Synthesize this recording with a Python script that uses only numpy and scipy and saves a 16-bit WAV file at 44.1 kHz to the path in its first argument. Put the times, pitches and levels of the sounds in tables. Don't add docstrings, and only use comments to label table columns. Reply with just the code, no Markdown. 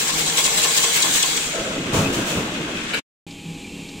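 import sys
import numpy as np
from scipy import signal
from scipy.fft import rfft, irfft, next_fast_len
from scipy.io import wavfile
from scipy.ndimage import uniform_filter1d, map_coordinates

SR = 44100
rng = np.random.default_rng(int(sys.argv[2]) if len(sys.argv) > 2 else 0)


def generate_wav(sig):
    pcm = np.round(np.clip(np.atleast_2d(sig).T, -1, 1) * 32767).astype(np.int16)
    wavfile.write(sys.argv[1], SR, pcm)


N = 176400

# t/s, rattle level/dB
BLADE_EFFORT = [(0, -23), (.33, -26.5), (.42, -24), (.8, -22), (1.2, -22.5), (1.36, -25), (1.5, -33),
                (1.7, -43.5), (1.9, -51)]
# f/Hz, level/dB
RATTLE_SPECTRUM = [(410, -44), (700, -13), (1060, -9), (1300, -12.5), (1710, -4), (1870, -8.5), (2130, -3),
                   (2840, -5.5), (3360, -3), (5290, -7), (7400, 0), (11400, -18.5), (15500, -13)]

def wire_rattle():
    effort_db, = curves(BLADE_EFFORT)
    gain = amp(effort_db + 0.3 * wobble(69.2))
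    return gain * spread(taps(per_s=2000, scatter_db=1.5), twang(RATTLE_SPECTRUM))

TURN_DB = [-21, -19.5, -18, -18, -17, -16.5, -16.5, -36.5]
# f/Hz, level/dB
SCRAPE_SPECTRUM = [(500, -24), (1500, -7), (3400, -2), (5000, -4.5), (7800, -3.5), (10000, -11),
                   (12500, -15.5), (15500, -9)]

def blade_scrape(turn_s=.1935, first_s=.001, fade_s=.027):
    t = clock() - first_s
    turns = sum(amp(db) * np.exp(-np.abs(t - k * turn_s) / fade_s) for k, db in enumerate(TURN_DB))
    return turns * spread(taps(per_s=6000, scatter_db=1.0), colour(SCRAPE_SPECTRUM))

# t/s, hold/s, level/dB, extra knock/dB
GUIDE_SLAPS = [(0.077, 0.022, -21.5, 5), (0.258, 0.038, -24, 7), (0.368, 0.021, -21, 3),
               (0.438, 0.024, -17.5, 4), (0.568, 0.0099, -22.5, 0.5), (0.627, 0.017, -16.5, 6.5),
               (0.738, 0.0085, -23, -4), (0.772, 0.007, -16, -5.5), (0.823, 0.02, -19, 4),
               (0.97, 0.0062, -30, 2.5), (1.024, 0.0044, -17.5, 7), (1.223, 0.0051, -14, -0.5),
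               (1.367, 0.0068, -20.5, -17.5)]
# f/Hz, level/dB
SLAP_SPECTRUM = [(1000, -23.5), (2300, -4), (3300, 1.5), (4050, -1), (5400, -3.5), (7500, 1), (8500, -1),
                 (10500, -17.5), (15500, -23)]
# f/Hz, level/dB
KNOCK_SPECTRUM = [(150, -28), (480, -1), (700, -1.5), (1080, -3), (1500, -11), (3000, -18)]

def guide_slaps(knock_db=-15.5, lag_s=.0068):
    force = sum(amp(db) * envelope(s, .002, hold, .035) for s, hold, db, _ in GUIDE_SLAPS)
    slaps = rms(force) * spread(force * taps(per_s=2000, scatter_db=4.5), twang(SLAP_SPECTRUM))
    recoil = sum(amp(db + knock_db + extra_db) * envelope(s + lag_s, .012, 0, .18)
                 for s, _, db, extra_db in GUIDE_SLAPS)
    return slaps, recoil * noise(colour(KNOCK_SPECTRUM))

# t/s, relative level/dB
SLAP_PINGS = [(.388, -23.5), (.452, -21.5), (.645, -21.5), (.78, -25), (.829, -20.5), (1.0235, -12.5),
              (1.2285, -21.5)]
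# f/Hz, width/Hz, level/dB
PING_MODES = [(3900, 180, 4), (7400, 840, -0.5)]

def wire_pings():
    strikes = np.zeros((2, N))
    for s, db in SLAP_PINGS:
        strikes[:, round(s * SR)] = amp(db)
    chirp = lambda hz: body(PING_MODES)(hz) * dispersion(hz)
    peak = np.abs(irfft(chirp(np.fft.rfftfreq(SR, 1 / SR)))).max()
    return 2 * filtered(strikes, chirp) / peak

# f/Hz, width/Hz, level/dB
BLADE_MODES = [(1072, 45, -7.5), (1755, 19, -4.5), (2170, 73, -1.5), (3360, 100, 1.5), (4010, 65, 2),
               (5980, 56, -0.5), (6950, 68, -3.5), (7750, 68, 2.5)]

def weaving():
    contacts = wire_rattle() + blade_scrape()
    slaps, knock = guide_slaps()
    contacts += slaps
    ring = amp(-15) * ringing(contacts, BLADE_MODES, vary_db=2.5)
    knock_ring = ringing(knock, BLADE_MODES[:2], vary_db=2.5)
    clatter = hall(contacts + ring + knock + knock_ring, wet_db=-5.5)
    return rms(clatter) * patchy(clatter, depth_db=2) + hall(wire_pings(), wet_db=-9)

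# t/s, rise and hold each/s, t60/s, thud/dB, clang/dB, jangle/dB
CARRIAGE_BLOWS = [(1.529, 0.0122, 0.84, -36.5, -26.5, -54), (1.656, 0.018, 1, -41, -37.5, -46),
                  (1.918, 0.028, 0.68, -19.5, -29.5, -23.5), (2.12, 0.016, 1, -40, -40, -29),
                  (2.255, 0.031, 0.32, -46, -46.5, -28.5), (2.35, 0.015, 0.46, -26, -47, -38.5)]
# f/Hz, level/dB
THUD_SPECTRUM = [(70, -20), (185, 6.5), (270, -13.5), (450, -1), (750, -11.5), (950, -7), (1400, -11.5),
                 (2500, -45), (8000, -56.5)]
# f/Hz, width/Hz, level/dB
BED_MODE = [(95.5, 79, 0)]
# f/Hz, width/Hz, level/dB
FRAME_MODES = [(453, 70, -8.5), (549, 46, -4.5), (652, 23, -2.5), (1300, 49, -11.5)]
# f/Hz, level/dB
JANGLE_SPECTRUM = [(500, -17), (1000, -7), (1800, -12), (3000, -6), (5000, -13.5), (7200, -8),
                   (11500, -23.5), (15500, -21.5)]

def clamp_and_carriage():
    thud_gain, clang_gain, jangle_gain = sum(amp(levels)[:, None] * envelope(s, rise, rise, t60)
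                                             for s, rise, t60, *levels in CARRIAGE_BLOWS)
    thud = thud_gain * noise(colour(THUD_SPECTRUM))
    boom = amp(17.5) * thud_gain ** 2 * noise(lambda hz: body(BED_MODE)(hz) ** 2)
    clang = clang_gain * noise(body(FRAME_MODES))
    jangle = jangle_gain * spread(taps(per_s=4200, scatter_db=1), twang(JANGLE_SPECTRUM))
    return thud + boom + clang + jangle

# t/s, roller level/dB, rustle level/dB
HAUL_LEVELS = [(1.45, -73, -37), (1.56, -36, -31.5), (1.8, -31.5, -35), (1.91, -29, -30),
               (2.05, -23, -32.5), (2.25, -26.5, -32.5), (2.5, -30, -33), (2.73, -33, -33.5),
               (3, -38.5, -30)]
# f/Hz, level/dB
RUSTLE_SPECTRUM = [(500, -19.5), (1400, -5), (3330, -3.5), (4700, -14), (7500, -13), (10300, -27),
                   (15500, -40)]
# f/Hz, width/Hz, level/dB
MESH_MODES = [(1115, 41, -2.5), (1585, 79, 3.5), (2550, 90, 2.5), (2776, 59, -4)]
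# f/Hz, level/dB
ROLLER_SPECTRUM = [(40, -15.5), (120, -6), (170, -0.5), (230, -0.5), (310, 0), (430, -9), (700, -16),
                   (2000, -43.5)]

def mesh_haul(taut_s=2.02):
    roller_db, rustle_db = curves(HAUL_LEVELS)
    rustle_gain = amp(rustle_db + 0.65 * wobble(40))
    rustle = rustle_gain * spread(taps(per_s=1000, scatter_db=-0.5), twang(RUSTLE_SPECTRUM))
    ring = amp(-9) * ringing(rustle, MESH_MODES, vary_db=6.5)
    snap = amp(-27) * envelope(taut_s, .046, 0, .12) * noise(body(MESH_MODES[2:]))
    rumble = amp(roller_db + 1.7 * wobble(25.05)) * noise(colour(ROLLER_SPECTRUM))
    return rumble + hall(rustle, wet_db=-3.5) + ring + snap

# f/Hz, width/Hz, level/dB
LEVER_MODES = [(1460, 100, -0.5), (1680, 94, 0), (2307, 59, 8), (2690, 76, -1.5), (2930, 170, 0),
               (3070, 51, 0), (3870, 250, -6.5), (4900, 410, -12.5), (7500, 1300, -18)]

def lever_clack(start_s=2.931):
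    strike = envelope(start_s, .004, .012, .08)
    rebound = amp(-1.5) * envelope(start_s, .019, .01, .49)
    chatter = spread(taps(per_s=3700, scatter_db=6.0), body(LEVER_MODES))
    return amp(-25.5) * (strike + rebound) * chatter

# f/Hz, level/dB
DRIVE_LINES = [(160.5, 0), (317.9, -3), (464, 1), (824, -4)]
# f/Hz, level/dB
FRAME_SPECTRUM = [(25, -9), (52, -3), (80, -14), (115, -12.5), (160, -3), (460, -2.5), (640, -6),
                  (1500, -9), (2500, -39.5)]

def drive_drone(width_hz=11):
    lines = noise(body([(hz, width_hz, db) for hz, db in DRIVE_LINES]))
    drive = amp(-36.5) * lines * envelope(-.01, .01, 1.325, .99)
    frame = amp(-34.5 + 1.1 * wobble(12)) * patchy(noise(colour(FRAME_SPECTRUM)), depth_db=3.0)
    return drive + frame

# f/Hz, level/dB
HUM_LINES = [(100.2, -53), (165.7, -46), (200.5, -48), (279, -44), (479.4, -55.5), (820.3, -52.5),
             (920.5, -66), (3155, -56)]
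# t/s, hold/s, f/Hz, level/dB
IDLE_SWELLS = [(3.43, 0.047, 167, -34), (3.618, 0.011, 2370, -45), (3.665, 0.24, 2740, -52)]
# f/Hz, level/dB
HISS_SPECTRUM = [(25, -11), (55, -7.5), (110, -14.5), (160, -4.5), (280, -4), (400, -8.5), (560, -19),
                 (850, -23), (1100, -24), (1400, -30.5), (2050, -23.5), (2400, -11), (3000, -16.5),
                 (4200, -20), (5700, -27.5), (7300, -20.5), (10000, -33.5), (14000, -39)]
# t/s, level/dB
MESH_TOUCHES = [(3.305, -43), (3.81, -47), (3.885, -41)]
# f/Hz, level/dB
TOUCH_SPECTRUM = [(1500, -27), (3800, 7), (5000, 3), (7500, -5), (12000, -28)]

def idling(top_hz=14000):
    hum = tones(HUM_LINES, waver_db=3.0, drift_rad=0.54)
    swells = sum(envelope(s, .033, hold, .18) * tones([(hz, db)], waver_db=-2.5, drift_rad=0.63)
                 for s, hold, hz, db in IDLE_SWELLS)
    hiss_db, = curves([(3.27, -39), (3.55, -38.5), (4, -36.5)])
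    hiss = amp(hiss_db + 0.74 * wobble(20)) * unit(noise(colour(HISS_SPECTRUM))[0])
    touch_gain = sum(amp(db) * envelope(s, .0035, .0046, .059) for s, db in MESH_TOUCHES)
    touches = touch_gain * unit(noise(colour(TOUCH_SPECTRUM))[0])
    return filtered(hum + swells + hiss + touches, lambda hz: hz < top_hz)

# f/Hz, t60/s
HALL_T60 = [(200, 0.24), (2000, 1.46), (7000, 1.55), (14000, 0.39)]

def hall(x, wet_db):
    hz, t, bins = signal.stft(rng.standard_normal((2, SR)), SR, nperseg=256)
    decay = amp(-60 * t / along(HALL_T60, hz)[:, None])
    tail = signal.istft(bins * decay, SR, nperseg=256)[1]
    return x + amp(wet_db) * signal.fftconvolve(x, tail / np.linalg.norm(tail[0]), axes=1)[:, :N]

# f/Hz, side over mid/dB
STEREO_WIDTH = [(30, -23.5), (130, -26.5), (260, -19.5), (500, -12.5), (1000, -2), (2000, 0.5)]

def spread(pair, response):
    def mid_side(hz):
        angle = np.arctan(amp(along(STEREO_WIDTH, hz)))
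        return response(hz) * np.array([np.cos(angle), np.sin(angle)])
    mid, side = filtered(pair, mid_side)
    return unit(np.array([mid + side, mid - side]))

def dispersion(hz, travel_s=.009, ref_hz=8497):
    return np.exp(-2j * np.pi * travel_s * (2 * np.sqrt(hz * ref_hz) - hz))

def twang(spectrum):
    return lambda hz: amp(along(spectrum, hz)) * dispersion(hz)

def colour(spectrum):
    return lambda hz: amp(along(spectrum, hz))

def body(modes):
    return lambda hz: sum((-1) ** k * amp(db) * 1j * hz * width / (f0 ** 2 - hz ** 2 + 1j * hz * width)
                          for k, (f0, width, db) in enumerate(modes))

def ringing(x, modes, vary_db):
    return rms(x) * unit(sum(amp(vary_db * wobble(16)) * filtered(x, body([mode])) for mode in modes))

def taps(per_s, scatter_db):
    strength = amp(scatter_db * np.clip(rng.standard_normal((2, N)), -2, 2))
    polarity = np.sign(rng.standard_normal((2, N)))
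    return unit(strength * polarity * (rng.random((2, N)) < per_s / SR))

def noise(response):
    return spread(rng.standard_normal((2, N)), response)

def tones(lines, waver_db, drift_rad):
    return sum(np.sqrt(2) * amp(db + waver_db * wobble(9.9))
               * np.sin(2 * np.pi * hz * clock() + drift_rad * wobble(7.1)) for hz, db in lines)

def patchy(x, depth_db):
    bins = signal.stft(x, nperseg=512)[2]
    field = uniform_filter1d(rng.standard_normal(bins.shape[1:]), size=4, axis=0)
    field = uniform_filter1d(field, size=6, axis=1)
    return unit(signal.istft(bins * amp(depth_db * unit(field)), nperseg=512)[1][:, :N])

def envelope(start_s, rise_s, hold_s, t60_s):
    t = clock() - start_s
    return np.clip(t / rise_s, 0, 1) * amp(-60 * np.maximum(t - rise_s - hold_s, 0) / t60_s)

def wobble(knots_per_s):
    return map_coordinates(rng.standard_normal(1024), [clock() * knots_per_s], mode="mirror")

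def filtered(x, response):
    size = next_fast_len(N + SR // 2)
    return irfft(rfft(x, size) * response(np.fft.rfftfreq(size, 1 / SR)), size)[..., :N]

def curves(rows):
    times, *columns = np.transpose(rows)
    return [np.interp(clock(), times, column) for column in columns]

def along(points, hz):
    knots_hz, values = np.transpose(points)
    return np.interp(np.log(hz + 1), np.log(knots_hz + 1), values)

def clock():
    return np.arange(N) / SR

def amp(db):
    return 10 ** (np.asarray(db) / 20)

def rms(x):
    return np.sqrt(np.mean(x ** 2) + 1e-20)

def unit(x):
    return x / rms(x)

# f/Hz, left over right/dB
BALANCE = [(300, 0), (1000, -0.5), (2200, 3), (7000, 2), (13000, 2.5)]

def scene(work_hold_s=2.994, idle_start_s=3.266):
    work = weaving() + drive_drone() + clamp_and_carriage() + mesh_haul() + lever_clack()
    work = filtered(work, lambda hz: amp(along(BALANCE, hz) * np.array([[.5], [-.5]])))
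    work *= envelope(-.0087, .0073, work_hold_s, .032)
    return work + idling() * envelope(idle_start_s, .00118, 1, 1)

def record(dry):
    top_hz, edge_hz = 15800, 200
    return filtered(dry, lambda hz: np.clip((top_hz - hz) / edge_hz + .5, 0, 1))

dry = scene()
out = record(dry)
generate_wav(out)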